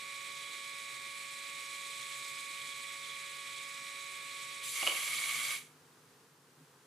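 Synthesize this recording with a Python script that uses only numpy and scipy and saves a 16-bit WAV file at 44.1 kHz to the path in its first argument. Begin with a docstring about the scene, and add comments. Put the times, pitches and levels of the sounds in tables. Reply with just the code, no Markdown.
"""Pocket photo printer on a wooden table

Close to the microphone, a little to the right, a speed-governed gear train whines and rasps as it feeds
out a sheet. As the sheet leaves the rollers the unloaded gears chatter louder, the sheet drops with a
clack, and the motor stops. Behind it a quiet room hums and gives a short echo."""
import sys
import numpy as np
from scipy import signal
from scipy.fft import rfft, irfft, next_fast_len
from scipy.io import wavfile
from scipy.ndimage import uniform_filter1d, map_coordinates

SR = 44100
rng = np.random.default_rng(int(sys.argv[2]) if len(sys.argv) > 2 else 0)


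def wav_record(signal):
    """Record a signal, one row per channel, as 16-bit PCM in the file named by sys.argv[1]."""
    frames = np.transpose(np.atleast_2d(signal))
    bounded = np.clip(frames, -1, 1)
    # unit amplitude maps onto the largest positive 16-bit level
    quanta = np.round(bounded * 32767).astype(np.int16)
    wavfile.write(sys.argv[1], SR, quanta)


N = 302526
TURN_HZ, TEETH = 18.7, 60  # the gear wheel
SLIP_S, FREE_S, STOP_S = 4.635, 4.752, 5.542  # the sheet starts to slip, gears run free, motor is cut


def feeding(turns):
    """The loaded gears run tight: a clear whine over a rasp that rings the case and brightens with drag."""
    # mesh overtones and sidebands under load: (multiple of turn rate, level [dB], left-right [dB])
    partials = [(30, -68.5, -1), (65, -73.5, -3), (78, -73.0, 0), (90, -66.0, 4), (93, -70.0, -2),
                (99, -72.0, -6), (105, -65.5, -3), (108, -69.0, -9), (115, -56.5, -5), (120, -55.5, -5),
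                (126, -54.0, -9), (132, -61.0, -7), (145, -69.5, -1), (158, -67.5, -1), (175, -68.0, -9),
                (177, -68.5, -8), (179, -68.5, -4), (180, -64.5, -5), (194, -66.5, -5), (198, -62.5, -5),
                (210, -60.0, -6), (221, -69.5, -8), (226, -71.5, -6), (240, -69.0, 1), (252, -74.5, 1),
                (270, -69.5, -4), (300, -68.5, -1), (330, -73.5, -1), (361, -70.5, -2), (420, -70.0, -2),
                (450, -72.0, 0)]
    # tooth rasp through the plastic case: (frequency [Hz], relative density [dB])
    spectrum = [(250, -29), (600, -17), (930, -21), (1150, -2.5), (1320, -11.5), (1600, -9), (2300, 5),
                (2780, -4), (3600, -0.5), (5300, -10), (8200, -4), (10900, -10), (11500, -14), (15000, -24)]
    # its balance at the microphone: (frequency [Hz], left-right [dB])
    sides = [(60, -4), (130, -5), (290, -6), (640, -1), (1410, -4), (3100, -5), (6820, -1), (15000, 3.0)]
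    # case resonances that the loaded gears ring: (frequency [Hz], width [Hz], boost [dB])
    case = [(1936, 54, 5), (3700, 90, 3), (4150, 160, 4.5), (5090, 48, 4.5), (6720, 72, 5),
            (7920, 120, 4.5)]
    # the sheet drags part way through and at its trailing edge: (time [s], half-width [s], strength [0-1])
    drags = [(2.15, .6, 1), (4.4, .1, .4)]
    drag = sum(strength * swell(s, width) for s, width, strength in drags)
    scrape = rasp(turns, spectrum, sides, repeat=.5, bite=.92, uneven_db=.7, scatter_db=.8, patchy_db=1.23)
    scrape = boosted(scrape, case)
    hiss = treble(scrape)
    scrape = amp(-.8 * drag) * (scrape - hiss) + amp(3 * drag) * hiss
    # the fast pinion, the wheel and the slow roller each sway the pressure at their own rate
    pinion, roller = 3 * turns, turns * 2 / 5
    sway = throb(pinion, depth_db=.8) * throb(turns, depth_db=.6) * throb(roller, depth_db=.66)
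    tones = whine(turns, partials, waver_db=.8, slack=.18)
    mesh = amp(-53.8 + 1.3 * drag) * whine(turns, [(TEETH, 0, -6.5)], waver_db=.6, slack=.14)
    return grip() * (amp(-48.2) * sway * scrape + amp(.3) * tones + mesh)


def running_free(turns):
    """Unloaded teeth hiss, then rattle in their backlash under a throbbing whine until the motor is cut."""
    # tones of the free gears: (multiple of turn rate, level [dB], left-right [dB])
    partials = [(30, -71.0, 0), (60, -54.0, 1), (63, -60.0, -2), (66, -63.5, 2), (111, -59.0, -6),
                (115, -57.5, -5), (117, -48.5, -9), (120, -47.5, -3), (123, -53.5, -6), (126, -58.0, -5),
                (128, -57.0, -3), (153, -61.0, -5), (174, -58.5, -5), (180, -58.0, -9), (207, -59.5, 1),
                (237, -61.0, -3), (243, -63.0, -4)]
    # their rasp through the case: (frequency [Hz], relative density [dB])
    spectrum = [(250, -30), (650, -13.5), (930, -15), (1180, -0.5), (1350, -8.5), (1900, -2.5), (2250, 8),
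                (2550, -2.5), (3300, 0.5), (5300, -6.5), (7700, -3), (11000, -3), (13200, -14),
                (15000, -16)]
    # its balance at the microphone: (frequency [Hz], left-right [dB])
    sides = [(60, 0.0), (130, 0.0), (290, -0.5), (640, -0.5), (1410, -1.5), (3100, -4.0), (6820, -0.5),
             (15000, 3.0)]
    # case resonances and dips: (frequency [Hz], width [Hz], boost [dB])
    case = [(1150, 150, 1.5), (2870, 90, 2), (3780, 160, 1.5), (4500, 130, 2.5), (5600, 600, -1.5),
            (6050, 180, 3), (7480, 300, 3), (9200, 1500, -1.2), (10800, 600, 2.2)]
    scrape = rasp(turns, spectrum, sides, repeat=.33, bite=.93, uneven_db=.5, scatter_db=.7,
                  patchy_db=1.15)
    scrape = throb(turns, depth_db=.24) * boosted(scrape, case)
    tones = throb(turns, depth_db=2.5) * whine(turns, partials, waver_db=1.7, slack=.32)
    free = onset(FREE_S)
    slipping = onset(SLIP_S) - free
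    rattle = free * scrape + slipping * amp(-2) * treble(scrape)
    return (amp(-37.4) * release(STOP_S, db_per_s=190) * rattle
            + amp(.5) * free * release(STOP_S, db_per_s=260) * tones)


def wheel(drift):
    """Turns of the gear wheel; the governor holds its speed almost constant."""
    return np.cumsum(TURN_HZ * (1 + drift * wobble(25))) / SR


def whine(turns, tones, waver_db, slack):
    """Mesh tones and their sidebands; each wavers in strength and phase, the high ones more."""
    out = np.zeros((2, N))
    for order, db, side_db in tones:
        looseness = np.sqrt(order / TEETH)
        phase = 2 * np.pi * (order * turns + rng.random()) + slack * looseness * wobble(22)
        waver = amp(waver_db * looseness * wobble(7))
        out += panned(side_db)[:, None] * amp(db) * unit(waver * np.sin(phase))
    return out


def rasp(turns, spectrum, sides, repeat, bite, uneven_db, scatter_db, patchy_db):
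    """Each tooth scrapes once per mesh; a share of the scrape is its own surface and returns every turn."""
    # the printer's stereo image at the microphone: (frequency [Hz], left-right likeness [0-1])
    alike = [(60, 0.74), (150, 0.66), (380, 0.61), (950, 0.78), (2380, 0.64), (5980, 0.83), (15000, 0.43)]
    points = round(SR / TURN_HZ)
    surface = signal.resample(rng.standard_normal((2, points)), points * 8, axis=1)
    worn = surface[:, (turns % 1 * surface.shape[1]).astype(int)]
    scrape = np.sqrt(repeat) * worn + np.sqrt(1 - repeat) * rng.standard_normal((2, N))
    tooth = (turns * TEETH).astype(int)
    force_db = uneven_db * rng.standard_normal(TEETH)[tooth % TEETH]  # some teeth always press harder
    force_db += scatter_db * rng.standard_normal(N)[tooth]  # no two contacts are quite alike
    contact = np.exp(-bite * (turns * TEETH % 1)) * amp(force_db)
    chatter = patchy(scrape * contact, patchy_db, bins=8, frames=7)
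    chatter = coloured(chatter, spectrum, alike)
    return filtered(chatter, lambda hz: panned(along(sides, hz)) * hz / np.hypot(hz, 120))


def rubbing(turns, depth_db):
    """In spells, one flank of the wheel brushes past every turn with a short chirp."""
    # spells of rubbing over a light steady touch: (time [s], half-width [s], level [dB])
    spells = [(.48, .25, -57.5), (2, .45, -59), (2.78, .17, -55.5), (3.12, .13, -54), (3.58, .1, -58)]
    # resonances that the flank rings: (frequency [Hz], width [Hz], relative level [dB])
    flank = [(3330, 130, 0), (3600, 140, -4), (4150, 200, -8)]
    ring = filtered(rng.standard_normal(N), lambda hz: resonant(hz, flank) * np.exp(-(hz / 5000) ** 8))
    chirps = unit(throb(turns, depth_db) * ring)
    return grip() * swelling(spells, rest_db=-71) * chirps * panned(side_db=-8.5)[:, None]


def throb(turns, depth_db):
    """A wheel runs slightly off centre and presses harder once a turn."""
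    return amp(depth_db * np.cos(2 * np.pi * turns))


def grip():
    """The rollers hold the sheet; the loaded sound outlasts the slip a moment, then fades."""
    return release(SLIP_S + .045, db_per_s=130)


def sheet_drop():
    """Each blow is a snap and a short rattle that ring the stiff sheet and case, and a thud on the table."""
    # the sheet snaps free and lands: (time [s], level [dB], thud re level [dB], rattle t60 [s])
    clacks = [(4.828, -34, -7, .03), (4.8675, -33, -5, .025), (4.874, -19.5, -26, .012),
              (4.881, -35, -14, .05), (4.896, -35, -14, .07), (4.917, -43, -3, .05), (4.951, -44, -8, .04)]
    # resonances of sheet and case: (frequency [Hz], width [Hz], relative level [dB])
    modes = [(1140, 125, -12), (2200, 220, -6), (2880, 136, 4), (3180, 240, -6), (3800, 500, -17.5),
             (7950, 3800, -24.5)]
    # the wooden table's answer: (frequency [Hz], relative density [dB])
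    wood = [(50, -55), (150, -20), (320, -6), (480, -3.5), (600, 1), (800, -4.5), (1400, -7), (3000, -33)]
    snaps, thuds = np.zeros((2, N)), np.zeros((2, N))
    t = np.arange(SR // 4) / SR
    for s, db, thud_db, t60 in clacks:
        start = round(s * SR)
        burst = rng.standard_normal((2, len(t)))
        snaps[0, start] += amp(db + 21)
        snaps[:, start:start + len(t)] += amp(db - 60 * t / t60) * burst
        thuds[:, start:start + len(t)] += amp(db + thud_db - 60 * t / .12) * burst
    ring = filtered(snaps, lambda hz: unit(resonant(hz, modes)))
    mid, side = ring + filtered(thuds, lambda hz: unit(amp(along(wood, hz))))
    return np.array([mid + .26 * side, mid - .34 * side]) * panned(side_db=-3)[:, None]


def room(x):
    """The room's echo: each frequency dies at its own speed."""
    # reverberation time: (frequency [Hz], t60 [s])
    decay = [(200, 0.48), (2000, 0.34), (10000, 0.2)]
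    hz, t, noise = signal.stft(rng.standard_normal((2, SR // 2)), SR, nperseg=256)
    tail = signal.istft(noise * amp(-60 * t / along(decay, hz)[:, None]), SR, nperseg=256)[1]
    return signal.fftconvolve(x, tail / np.linalg.norm(tail[0]), axes=1)[:, :N]


def room_tone():
    """Soft noise around the microphone, and a low hum in the room's resonances that swells twice."""
    # the room's noise: (frequency [Hz], relative density [dB])
    spectrum = [(25, -41), (65, -37), (95, -12.5), (140, -7.5), (210, -12), (255, -8.5), (310, -11.5),
                (456, -6.5), (600, -17.5), (1000, -11.5), (1570, -13.5), (2170, -19), (9500, -22.5),
                (15000, -30.5)]
    # its stereo image: (frequency [Hz], left-right likeness [0-1])
    alike = [(60, 0.9), (180, 0.95), (550, 0.9), (1650, 0.49), (4970, 0.38), (15000, 0.57)]
    # low room resonances: (frequency [Hz], width [Hz], relative level [dB])
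    modes = [(144.6, 14, 0.5), (257, 21, -7)]
    # swells of the hum: (time [s], half-width [s], level [dB])
    swells = [(5.45, .45, -71.5), (6.61, .03, -61)]
    air = coloured(rng.standard_normal((2, N)), spectrum, alike)
    peaks = lambda hz: sum(amp(db) * np.exp(-((hz - centre) / width) ** 2) for centre, width, db in modes)
    hum = unit(filtered(rng.standard_normal(N), peaks))
    return amp(-63 + .58 * wobble(5)) * air + swelling(swells, rest_db=-77.5) * hum


def amp(db):
    """Decibels to gain."""
    return np.exp(np.asarray(db) * (np.log(10) / 20))


def unit(x):
    """x scaled to rms 1."""
    return x / np.sqrt(np.mean(abs(x) ** 2) + 1e-20)


def along(points, hz):
    """(frequency [Hz], value) points joined on a log axis."""
    freqs, values = np.transpose(points)
    return np.interp(np.log(hz + 1), np.log(freqs + 1), values)


def wobble(rate):
    """A smooth random curve, rate knots a second."""
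    coarse = np.arange(0, N + 64, 64)
    knots = rng.standard_normal(int(N * rate / SR) + 4)
    return np.interp(np.arange(N), coarse, map_coordinates(knots, [coarse * rate / SR], mode="nearest"))


def filtered(x, response):
    """x times a response of frequency."""
    size = next_fast_len(N + SR // 2)
    return irfft(rfft(x, size) * response(np.fft.rfftfreq(size, 1 / SR)), size)[..., :N]


def panned(side_db):
    """Left and right gains of constant total power."""
    gains = amp([side_db / 2, -side_db / 2])
    return gains / np.sqrt(np.mean(gains ** 2, axis=0))


def coloured(pair, spectrum, alike):
    """Two unrelated signals become a stereo sound of rms 1 with this spectrum and likeness."""
    def response(hz):
        angle = np.arccos(np.clip(along(alike, hz), -1, 1)) / 2
        return amp(along(spectrum, hz)) * [np.cos(angle), np.sin(angle)]
    mid, side = filtered(pair, response)
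    return unit(np.array([mid + side, mid - side]))


def patchy(x, depth_db, bins, frames):
    """Each region of the spectrum swells and fades on its own for a few hundredths of a second."""
    spectra = signal.stft(x, nperseg=256)[2]
    field = uniform_filter1d(rng.standard_normal(spectra.shape[1:]), bins, axis=0)
    field = uniform_filter1d(field, frames, axis=1)
    return signal.istft(spectra * amp(depth_db * unit(field)), nperseg=256)[1][:, :N]


def resonant(hz, modes):
    """Complex response of modes that alternate in sign."""
    return sum((-1) ** k * amp(db) * 1j * hz * width / (centre ** 2 - hz ** 2 + 1j * hz * width)
               for k, (centre, width, db) in enumerate(modes))


def boosted(x, peaks):
    """x coloured by bell-shaped peaks and dips."""
    boost_db = lambda hz: sum(db / (1 + (2 * (hz - centre) / width) ** 2) for centre, width, db in peaks)
    return filtered(x, lambda hz: amp(boost_db(hz)))


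def treble(x, above_hz=3200):
    """The hissing upper part of a rasp."""
    return filtered(x, lambda hz: 1 - np.exp(-(hz / above_hz) ** 2))


def seconds():
    """The time of every sample."""
    return np.arange(N) / SR


def onset(centre_s, rise_s=.05):
    """Gain that rises from 0 to 1 around a change of load."""
    return np.clip((seconds() - centre_s) / rise_s + .5, 0, 1)


def release(end_s, db_per_s):
    """Gain that holds at 1, then dies away."""
    return amp(-db_per_s * np.maximum(seconds() - end_s, 0))


def swell(centre_s, width_s):
    """A bell-shaped rise and fall with a top of 1."""
    return np.exp(-((seconds() - centre_s) / width_s) ** 2)


def swelling(swells, rest_db):
    """Gain of a resting level with swells on top."""
    return amp(rest_db) + sum(amp(db) * swell(s, width) for s, width, db in swells)


def scene():
    """The gears and the falling sheet up close, their echo and the quiet room behind."""
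    turns = wheel(drift=.0003)
    gears = feeding(turns) + rubbing(turns, depth_db=5.5) + running_free(turns)
    clack = sheet_drop()
    echo = room(amp(-18) * gears + amp(-8) * clack)
    return gears + clack + echo + room_tone()


def record(dry):
    """The camera keeps nothing from its microphone above its band limit."""
    return filtered(dry, lambda hz: hz < 15250)


dry = scene()
out = record(dry)
wav_record(out)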